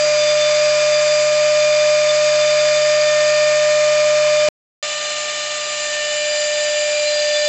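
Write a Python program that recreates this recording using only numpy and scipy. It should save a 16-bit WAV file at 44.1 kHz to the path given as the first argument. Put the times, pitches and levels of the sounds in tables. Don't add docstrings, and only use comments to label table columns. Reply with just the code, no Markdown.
import sys
import numpy as np
from scipy import signal
from scipy.fft import rfft, irfft
from scipy.io import wavfile
from scipy.ndimage import map_coordinates

SR = 44100
rng = np.random.default_rng(int(sys.argv[2]) if len(sys.argv) > 2 else 0)


def persist_wave(psi):
    counts = np.round(np.clip(psi, -1, 1) * 32767).astype(np.int16)
    wavfile.write(sys.argv[1], SR, np.atleast_2d(counts).T)


N = 329868
TIME = np.arange(N) / SR
FREQS = np.arange(N // 2 + 1) * SR / N
NEAR_END_S, FAR_START_S = 4.4875, 4.827
DRIVE_HZ, CHATTER_BELOW_HZ, TOP_HZ = 143, 57, 7750
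BEAT_MULTIPLE = 7.94

# time in seconds, turning rate in Hz.
SPEED = [(0, 600.9), (.55, 602.1), (1, 602.2), (1.3, 603), (3.45, 603.9), (4.48, 602.6), (4.83, 600),
         (5.5, 599.4), (5.9, 598.1), (6.8, 597.3), (7.15, 596.1), (7.48, 596)]
# multiple of the turning rate, level in dB before the move, and after it.
NEAR_PARTIALS = [(1, -15.5, -14.5), (2, -35, -32.5), (3, -41.5, -41.5), (4, -31, -30.5), (5, -42.5, -37.5),
                 (6, -41.5, -38.5), (7, -53, -45), (8, -28, -35.5), (9, -50.5, -51), (10, -39, -52),
                 (11, -46.5, -47), (12, -42, -43)]
FAR_PARTIALS = [(1, -30.5, -19), (2, -34.5, -48.5), (3, -36, -29.5), (4, -39, -35), (5, -37.5, -36),
                (6, -53, -52), (7, -44.5, -45), (8, -38.5, -30.5), (9, -61, -59), (10, -54.5, -50.5),
                (11, -47, -44), (12, -37.5, -38.5)]
# time in seconds, share of the move from 0 to 1.
GLIDE = [(0, 0), (4.48, 1)]
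SWING = [(5.72, 0.026), (6.3, 0.77), (7.25, 1)]
# centre in seconds, length in seconds, harmonic, gain in dB.
STANDING_WAVES = [(1.101, .4, 12, 6.5), (1.75, 0.55, 1, 0.8), (3.349, 0.98, 3, 12), (3.499, .3, 7, 7),
                  (3.949, .5, 8, -9), (5.97, .15, 3, 7), (6.15, 0.31, 5, 4.5), (6.247, 0.18, 4, 6.5),
                  (6.45, 0.91, 12, 7), (6.983, 0.16, 3, -12), (7.004, 0.21, 4, 6.5), (7.27, 0.2, 8, 4)]
# multiple of the turning rate, width in Hz, level in dB at 0 dB load.
NEAR_WHIRR = [(3.91, 45, -41), (5.91, 40, -37.5), (6.92, 35, -44.5), (7.92, 48, -36.5), (8.9, 60, -47.5),
              (10.92, 31, -44), (11.92, 34, -44.5)]
FAR_WHIRR = [(3.93, 70, -40.5), (4.95, 28, -43.5), (5.93, 90, -37.5), (6.91, 100, -38), (7.93, 50, -43.5),
             (8.98, 70, -47), (9.96, 70, -49), (10.97, 60, -44.5), (11.98, 30, -48.5)]
# time in seconds, gain in dB.
LOAD = [(0, -7), (.5, -1.5), (2.4, 3), (3.3, 2.5), (4.48, -1), (4.83, 1.5), (6.1, -1.5), (6.5, 2.5),
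        (7, -1), (7.48, 6)]
# frequency in Hz, density in dB per Hz.
NEAR_AIR = [(30, -79.5), (100, -92), (280, -74), (450, -74), (620, -60.5), (820, -68.5), (1300, -64),
            (1750, -61.5), (2300, -57.5), (2800, -63.5), (3300, -66), (4500, -61.5), (5400, -64.5),
            (7600, -64.5)]
FAR_AIR = [(30, -88), (100, -96), (280, -80.5), (450, -75), (650, -65), (1050, -72.5), (1500, -67),
           (2000, -64.5), (2850, -60.5), (3300, -65), (3900, -62.5), (4500, -64), (5600, -68.5),
           (7600, -64)]
# centre in Hz, width in Hz, gain in dB.
NEAR_BODY = [(780, 78, -6), (1014, 61, 4.5), (1230, 41, -4), (1430, 78, 1.5), (1590, 50, -3.5),
             (1700, 90, 3.5), (1970, 100, -4), (2560, 42, 4.5), (3960, 150, -3.5), (6540, 170, 4)]
FAR_BODY = [(725, 24, 2), (2780, 95, 3.5), (4420, 140, -5.5), (5940, 80, 5.5), (6503, 88, 5),
            (7140, 300, 2.5)]
# centre in seconds, length in seconds, harmonic just above, level in dB.
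CHATTER = [(.232, .07, 6, -27.5), (.295, .055, 6, -25), (.44, .09, 6, -26.5), (1.0, .08, 6, -32),
           (1.1, .06, 6, -28), (1.64, .04, 6, -35), (2.11, .024, 6, -29.5), (2.428, .04, 6, -27),
           (2.493, .029, 6, -31), (2.66, .035, 6, -32.5), (3.202, .045, 6, -33.5), (7.08, .035, 7, -26),
           (7.13, .025, 7, -30), (7.194, .04, 7, -32), (7.358, .055, 6, -26.5)]
# frequency in Hz, near level in dB, far level in dB.
HUM = [(71.6, -85, -68), (142.7, -45, -58), (237.5, -61.5, -64), (293, -70, -65.5), (360, -61.5, -70),
       (717, -62, -61)]


def whine(angle, partials, share, shake):
    out = np.zeros(N)
    for multiple, before_db, after_db in partials:
        k = np.round(multiple)
        db = before_db + (after_db - before_db) * share + standing_waves(k)
        if k == 1:
            modulation = 1 + shake * np.sin(2 * np.pi * DRIVE_HZ * TIME)
            out += undb(db + 0.2 * walk(12)) * tone(angle) * modulation
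        else:
            sway = 0.31 * walk(3.5)
            flutter = 0.51 * walk(25)
            out += undb(db + np.sqrt(k) * (sway + flutter)) * tone(k * angle)
    return out


def standing_waves(k):
    return sum(db * bell(s, length) for s, length, multiple, db in STANDING_WAVES
               if np.round(multiple) == k)


def bearings(angle, whirr, beat_db):
    bands = sum(undb(db) * (walk(width) * np.cos(k * angle) + walk(width) * np.sin(k * angle))
                for k, width, db in whirr)
    singing = undb(beat_db) * tone(BEAT_MULTIPLE * angle)
    return (bands + singing) * undb(curves(LOAD)[0])


def rush(angle, spectrum):
    puffs = 1 + 0.08 * np.cos(angle) + 0.14 * np.cos(2 * angle)
    hiss = colour(rng.standard_normal(N) * puffs, spectrum)
    drift_db, flicker_db = 0.36 * walk(1.2), 0.4 * walk(70)
    return hiss * undb(drift_db + flicker_db)


def chatter(angle):
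    slip = 2 * np.pi * CHATTER_BELOW_HZ * TIME + 0.5 * walk(60)
    return sum(undb(db) * bell(s, length) * tone(np.round(multiple) * angle - slip)
               for s, length, multiple, db in CHATTER)


def hum(is_near):
    return sum(undb(np.where(is_near, near_db, far_db) + 0.27 * walk(5.4)) * tone(2 * np.pi * hz * TIME)
               for hz, near_db, far_db in HUM)


def resonate(x, body):
    db = sum(peak_db * np.exp(-2 * ((FREQS - hz) / width) ** 2) for hz, width, peak_db in body)
    return irfft(rfft(x) * undb(db), N)


def reflect(x, echo_db):
    lags = (rng.uniform(0.003, 0.03, size=12) * SR).astype(int)
    echoes = sum(np.roll(x, lag) for lag in lags) / np.sqrt(len(lags))
    return (x + undb(echo_db) * echoes) / np.hypot(1, undb(echo_db))


def undb(db):
    return 10 ** (np.asarray(db) / 20)


def curves(table):
    s, *columns = np.transpose(table)
    return [np.interp(TIME, s, c) for c in columns]


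def walk(rate):
    points = rng.standard_normal(4096)
    path = map_coordinates(points, [TIME[::16] * rate], order=3, mode="wrap")
    return np.interp(TIME, TIME[::16], path / path.std())


def colour(x, spectrum):
    hz, db = np.transpose(spectrum)
    gain = undb(np.interp(np.log(FREQS + 1), np.log(hz), db))
    return irfft(rfft(x) * gain, N) * np.sqrt(SR / 2)


def tone(angle):
    return np.sqrt(2) * np.sin(angle + rng.uniform(0, 2 * np.pi))


def bell(s, length):
    return np.exp(-2 * ((TIME - s) / length) ** 2)


def router(angle, move, partials, whirr, air, body, beat_db, shake):
    share = curves(move)[0]
    hiss = resonate(rush(angle, air), body)
    tones = whine(angle, partials, share, shake)
    whirring = bearings(angle, whirr, np.interp(share, [0, 1], beat_db))
    return tones + whirring + reflect(hiss, echo_db=-11)


def scene():
    turning_hz = curves(SPEED)[0] + 0.1 * walk(16)
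    angle = 2 * np.pi * np.cumsum(turning_hz) / SR
    is_near = TIME < (NEAR_END_S + FAR_START_S) / 2
    near = router(angle, GLIDE, NEAR_PARTIALS, NEAR_WHIRR, NEAR_AIR, NEAR_BODY,
                  beat_db=(-52, -45), shake=0.02)
    far = router(angle, SWING, FAR_PARTIALS, FAR_WHIRR, FAR_AIR, FAR_BODY,
                 beat_db=(-55, -38), shake=0.016)
    return (np.where(is_near, near, far) + chatter(angle) + hum(is_near))[None]


def record(dry):
    edge_db = np.interp(FREQS, [TOP_HZ, 7980, 8280, 8700, 9000], [0, -17, -19, -45, -100])
    audible = (TIME < NEAR_END_S) | (TIME > FAR_START_S)
    sound = irfft(rfft(dry) * undb(edge_db), N) * audible
    return signal.sosfilt(signal.ellip(8, 0.1, 80, 16000, fs=SR, output="sos"), sound)


dry = scene()
out = record(dry)
persist_wave(out)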